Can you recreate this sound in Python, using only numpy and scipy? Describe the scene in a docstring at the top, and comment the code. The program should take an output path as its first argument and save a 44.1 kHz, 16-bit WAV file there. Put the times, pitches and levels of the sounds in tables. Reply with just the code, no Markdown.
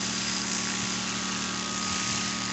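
"""Sheep shearing, close up

Outdoors, close to the microphone, a shaft-driven handpiece runs through a sheep's fleece.
The drive hums; the cutter swings about sixty times a second, buzzing, clacking at its turns
and scraping over the steel comb, which rings now and then. A little wind touches the microphone."""
import sys
import numpy as np
from scipy import signal
from scipy.fft import rfft, irfft
from scipy.io import wavfile
from scipy.ndimage import uniform_filter1d

SR = 44100
rng = np.random.default_rng(int(sys.argv[2]) if len(sys.argv) > 2 else 0)


def dump(signal):
    """Clip the signal to [-1, 1] and save it as 16-bit WAV at the path in sys.argv[1]."""
    limited = np.clip(np.atleast_2d(signal).T, -1, 1)
    pcm = np.round(limited * 32767).astype(np.int16)
    wavfile.write(sys.argv[1], SR, pcm)


N = 111132
T = np.arange(N) / SR
DRIVE_HZ, STROKE_HZ = 37.82, 59.485


def from_db(db):
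    """Decibels to gain."""
    return 10 ** (np.asarray(db) / 20)

def unit_power(x):
    """Scale to a mean square of 1."""
    return x / np.sqrt(np.mean(x ** 2) + 1e-20)

def in_time(rows):
    """The columns of a timed table at every sample."""
    times, *columns = np.transpose(rows)
    return [np.interp(T, times, column) for column in columns]

def drift(rate_hz):
    """Slow random wander of unit power, changing about rate_hz times a second."""
    hz = np.fft.rfftfreq(2 * N, 1 / SR)
    spectrum = rfft(rng.standard_normal(2 * N)) / (1 + (hz / rate_hz) ** 2)
    return unit_power(irfft(spectrum)[:N])

def coloured(x, colour):
    """Give x a smooth spectrum, at unit power."""
    hz, db = np.transpose(colour)
    bins = np.fft.rfftfreq(2 * N, 1 / SR) + 1
    gain = from_db(np.interp(np.log(bins), np.log(hz), db))
    return unit_power(irfft(rfft(x, 2 * N) * gain)[:N])

def resonance(x, hz, width_hz):
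    """One resonance with gain 1 at its peak."""
    r = np.exp(-np.pi * width_hz / SR)
    feedback = [1, -2 * r * np.cos(2 * np.pi * hz / SR), r * r]
    return signal.lfilter(np.array([1, 0, -1]) * (1 - r * r) / 2, feedback, x)

def turns_at(hz, wander_depth=.0007):
    """Turns made by a shaft whose speed wanders slightly."""
    wander = drift(3)
    return np.cumsum(hz * (1 + wander_depth * (wander - wander.mean()))) / SR

def partials(turns, orders, flutter):
    """Multiples of a shaft's rate, each fluttering a little in level and phase."""
    tone = np.zeros(N)
    for order, db in orders:
        amplitude = np.sqrt(2) * from_db(db) * (1 + flutter * drift(4.2))
        tone += amplitude * np.sin(2 * np.pi * (order * turns + rng.random()) + flutter * drift(13))
    return tone

def clicks(strokes, contacts, jitter_s, scatter_db, shifting_db):
    """A click for each contact of each stroke; they trade strength and shift as the load changes."""
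    train, count = np.zeros(N), np.arange(int(strokes[-1]) + 1)
    for share, db in contacts:
        times = np.interp(count + share, strokes + .02 * drift(1.5), T, right=np.inf) - .001
        times += jitter_s * rng.standard_normal(len(times))
        scatter = scatter_db * rng.standard_normal(len(times))
        strength = from_db(db + scatter + shifting_db * np.interp(times, T, drift(.8)))
        inside = (times > 0) & (times < T[-1])
        train[(times[inside] * SR).astype(int)] += strength[inside]
    return train / np.sqrt(uniform_filter1d(train ** 2, size=8900) + 1e-12)   # even power over 0.2 s

def friction(hits, decay_s, steady, grain_db):
    """Gritty noise that flares at every contact and dies down to a steady share."""
    flare = unit_power(signal.lfilter([1], [1, -np.exp(-1 / (decay_s * SR))], hits))
    grit = rng.standard_normal(N) * from_db(grain_db * rng.standard_normal(N))
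    return grit * np.sqrt(flare ** 2 + steady ** 2)


# spectrum of the outdoor background: (frequency [Hz], relative level [dB])
RUMBLE_COLOUR = [(25, -23.5), (50, -24), (75, -7), (120, -8.5), (165, 1.5), (235, -1), (320, -2),
                 (480, -6), (800, -3), (1500, -4.5), (4000, -27)]
def rumble():
    """The machine and the open air rumble steadily behind the shearing."""
    return from_db(-43.5) * coloured(rng.standard_normal(N), RUMBLE_COLOUR)

# puffs at the microphone: (time [s], half length [s], level [dB])
WIND_PUFFS = [(.84, 0.016, -43), (1.02, 0.035, -55), (1.914, 0.036, -38.5), (2.17, 0.064, -42),
              (2.246, 0.023, -52)]
# their spectrum: (frequency [Hz], relative level [dB])
WIND_COLOUR = [(25, -35), (55, -15), (85, 6.5), (125, 9), (170, -4.5), (400, -31.5), (1000, -42)]
def wind():
    """A few soft, low puffs of wind touch the microphone."""
    gusts = sum(from_db(db) * np.exp(-.5 * ((T - at) / half) ** 2) for at, half, db in WIND_PUFFS)
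    return gusts * coloured(rng.standard_normal(N), WIND_COLOUR)

# partials of the hum: (multiple of the turn rate, level [dB])
HUM_PARTIALS = [(2, -55.5), (3, -55), (4, -55), (5, -40.5), (6, -43.5), (7, -48), (8, -49.5), (10, -52.5),
                (12, -58.5), (14, -61.5), (15, -64), (16, -60.5)]
def drive(spread_turns=.28, throb_depth=.25):
    """The drive hums and throbs twice a turn, one throb stronger."""
    turns = turns_at(DRIVE_HZ)
    hum = np.zeros(N)
    for order, db in HUM_PARTIALS:
        amplitude = np.sqrt(2) * from_db(db) * (1 + .09 * drift(8))
        lag = spread_turns * (order - 5) ** 2   # phases spread away from the strongest partial
        hum += amplitude * np.cos(2 * np.pi * (order * turns - lag))
    return hum * (1 + throb_depth * np.cos(2 * np.pi * (turns - spread_turns)))

# partials of the buzz: (multiple of the stroke rate, level [dB])
BUZZ_PARTIALS = [(2, -51), (4, -61), (6, -54.5), (12, -60.5), (13, -66.5), (14, -56.5), (15, -63),
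                 (16, -56.5), (17, -56), (18, -60.5), (24, -60), (26, -59.5), (27, -65)]
# three strong partials of the whine: (time [s], lower level [dB], middle level [dB], upper level [dB])
WHINE_LEVELS = [(0, -51.5, -51.5, -51), (.6, -46, -53, -47.5), (1.0, -50, -49.5, -47.5),
                (1.3, -46, -42.5, -50.5), (1.5, -44.5, -45, -47.5), (1.77, -47.5, -39.5, -60),
                (2.1, -45.5, -40.5, -59), (2.28, -48.5, -44, -56), (2.52, -46.5, -42, -52)]
def buzz_and_whine(strokes):
    """The swinging cutter makes the handpiece buzz and whine at multiples of the stroke rate."""
    buzz = partials(strokes, BUZZ_PARTIALS, flutter=.32)
    whine = partials(strokes, zip((19, 21, 23), in_time(WHINE_LEVELS)), flutter=.09)
    return buzz + whine

# resonances of the housing: (frequency [Hz], width [Hz], level [dB])
HOUSING_MODES = [(854, 120, -54.5), (1852, 98, -49), (2665, 290, -48), (3420, 160, -48), (6180, 83, -46.5),
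                 (6700, 230, -44.5)]
# hollow resonance of the handpiece: (time [s], level [dB])
HOLLOW_LEVEL = [(0, -44.5), (.7, -48.5), (1.0, -50), (1.14, -45.5), (1.5, -41.5), (1.6, -52.5),
                (2.52, -53.5)]
def housing(hits, grip_db=2, hollow_hz=1590):
    """The contacts keep the housing ringing; the grip damps and frees it, and a hollow note swells."""
    push = friction(hits, decay_s=.0018, steady=.3, grain_db=1.5)
    rings = np.zeros(N)
    for hz, width, db in HOUSING_MODES:
        grip = from_db(grip_db * drift(4.5))
        ring = resonance(resonance(push, hz, width), hz, hz / 3)
        rings += from_db(db) * unit_power(grip * ring)
    hollow = resonance(resonance(push, hollow_hz, width_hz=220), hollow_hz, width_hz=500)
    return rings + from_db(in_time(HOLLOW_LEVEL)[0]) * unit_power(hollow)

# knock at the cutter's turn: (time [s], body level [dB], tick level [dB])
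KNOCK_LEVELS = [(0, -56, -58), (.28, -44, -50), (.5, -48.5, -50), (.69, -38, -57), (.88, -42.5, -48),
                (1.2, -55, -47), (1.5, -53, -41), (1.72, -48.5, -42.5), (2.02, -40.5, -51),
                (2.28, -45, -51), (2.42, -47, -37), (2.52, -51, -39)]
# spectra of the dull body and the bright tick: (frequency [Hz], relative level [dB])
DULL_COLOUR = [(500, -24), (1100, -16), (1550, -4), (1900, -1), (2200, 1), (2700, -6), (3500, -14),
               (7000, -24)]
BRIGHT_COLOUR = [(800, -23.5), (2400, -9.5), (3200, -0.5), (4100, -5), (4900, 6), (5800, -2), (7300, 0.5),
                 (8200, -13)]
def turn_knock(strokes):
    """The linkage takes up its play once a stroke: a dull knock under load, a bright tick when free."""
    hits = clicks(strokes, [(.0035, 0)], jitter_s=.00014, scatter_db=1, shifting_db=-3)
    body_db, tick_db = in_time(KNOCK_LEVELS)
    body = coloured(friction(hits, decay_s=.0023, steady=0, grain_db=.5), DULL_COLOUR)
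    tick = coloured(friction(hits, decay_s=.002, steady=0, grain_db=2), BRIGHT_COLOUR)
    body /= np.sqrt(uniform_filter1d(body ** 2, size=int(SR / STROKE_HZ)).clip(.1))   # evens the knocks
    return from_db(body_db) * body + from_db(tick_db) * tick

# clatter of the linkage: (time [s], level before trim [dB])
CLATTER_LEVEL = [(0, -42.5), (.3, -39), (.6, -36.5), (.9, -46), (1.15, -37.5), (1.5, -54), (1.6, -45.5),
                 (1.78, -40), (2.0, -40), (2.2, -39), (2.52, -37.5)]
# its spectrum: (frequency [Hz], relative level [dB])
CLATTER_COLOUR = [(400, -21.5), (800, -14), (1200, -10), (1550, 0), (2200, 3.5), (2700, -15.5),
                  (3600, -10.5), (5000, -2.5), (7500, -8)]
def linkage(hits, ring_s=.0016, trim_db=-1):
    """Each contact rings the housing's many short modes and sets loose parts rattling."""
    t = T[:SR // 20]
    spectrum = rfft(rng.standard_normal(len(t)) * np.exp(-t / ring_s))
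    modes = irfft(spectrum / np.sqrt(uniform_filter1d(abs(spectrum) ** 2, size=25)))   # broadly flat
    rung = unit_power(signal.fftconvolve(hits, modes[:len(t) // 2])[:N])
    rattle = unit_power(friction(hits, decay_s=.0028, steady=.1, grain_db=6))
    return from_db(in_time(CLATTER_LEVEL)[0] + trim_db) * coloured(rung + rattle, CLATTER_COLOUR)

# ring of the steel comb: (time [s], level [dB])
COMB_LEVEL = [(0, -40.5), (.12, -41), (.22, -39.5), (.3, -38), (.41, -36), (.46, -44), (.72, -43),
              (.8, -56), (.96, -40), (1.1, -59.5), (1.79, -52), (1.85, -35.5), (1.94, -45), (2.2, -45),
              (2.33, -57), (2.52, -58)]
def comb(catches, ring_hz=4914):
    """The comb's teeth ring, more or less damped by the wool."""
    push = friction(catches, decay_s=.0027, steady=.6, grain_db=3)
    ring = resonance(resonance(push, ring_hz, width_hz=160), ring_hz, width_hz=900)
    return from_db(in_time(COMB_LEVEL)[0]) * unit_power(ring)

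# rasp in the wool and hiss of steel on steel: (time [s], level before trim [dB])
WOOL_LEVEL = [(0, -38), (.28, -36), (.45, -40), (.85, -37), (1.25, -37.5), (1.6, -38), (1.78, -41),
              (1.9, -37), (2.22, -34.5), (2.32, -38), (2.52, -41)]
STEEL_LEVEL = [(0, -35), (.25, -34.5), (.42, -36), (.54, -31.5), (.61, -31.5), (.67, -35), (.9, -35.5),
               (1.02, -39.5), (1.42, -38), (1.63, -43.5), (1.75, -36), (1.98, -34), (2.19, -34),
               (2.35, -39.5), (2.52, -50)]
# their spectra: (frequency [Hz], relative level [dB])
WOOL_COLOUR = [(300, -29), (600, -6.5), (1200, -9.5), (1600, -4), (2200, -0.5), (2700, 5), (3400, 2.5),
               (4200, 3), (5500, 0.5), (7500, -9.5)]
STEEL_COLOUR = [(3000, -36.5), (4400, -13), (5300, -1), (5800, 0.5), (6200, 3), (6800, 1.5), (7300, 2),
                (7650, 1.5), (8000, -13), (8400, -28.5)]
def cutter(catches, wool_trim_db=2, steel_trim_db=-1):
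    """Close to the microphone, the cutter rasps through wool and hisses over the comb."""
    rasp = coloured(friction(catches, decay_s=.002, steady=1, grain_db=3), WOOL_COLOUR)
    hiss = coloured(friction(catches, decay_s=.0018, steady=.84, grain_db=2), STEEL_COLOUR)
    rasp *= from_db(in_time(WOOL_LEVEL)[0] + wool_trim_db)
    hiss *= from_db(in_time(STEEL_LEVEL)[0] + steel_trim_db)
    return rasp + hiss

# lighter contacts of the linkage: (position [share of a stroke], relative level [dB])
STROKE_CONTACTS = [(0.038, -4), (0.158, -10.5), (0.378, -1.5), (0.529, -3.5), (.71, 0), (.89, -4.5)]
def scene():
    """One microphone in the open air, close by; drive and handpiece run at their own speeds."""
    strokes = turns_at(STROKE_HZ)
    tones = buzz_and_whine(strokes)
    hits = clicks(strokes, STROKE_CONTACTS, jitter_s=.0002, scatter_db=3, shifting_db=3.5)
    catches = clicks(strokes, STROKE_CONTACTS, jitter_s=.0003, scatter_db=2, shifting_db=3.5)
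    metal = turn_knock(strokes) + linkage(hits) + housing(hits) + cutter(catches) + comb(catches)
    return (tones + metal + drive() + rumble() + wind())[None]

def record(dry):
    """The recorder rolls off the top, then cuts it steeply."""
    soft = signal.sosfilt(signal.butter(14, 7700, fs=SR, output="sos"), dry)
    return signal.sosfilt(signal.ellip(12, .2, 100, 8350, fs=SR, output="sos"), soft)


dry = scene()
out = record(dry)
dump(out)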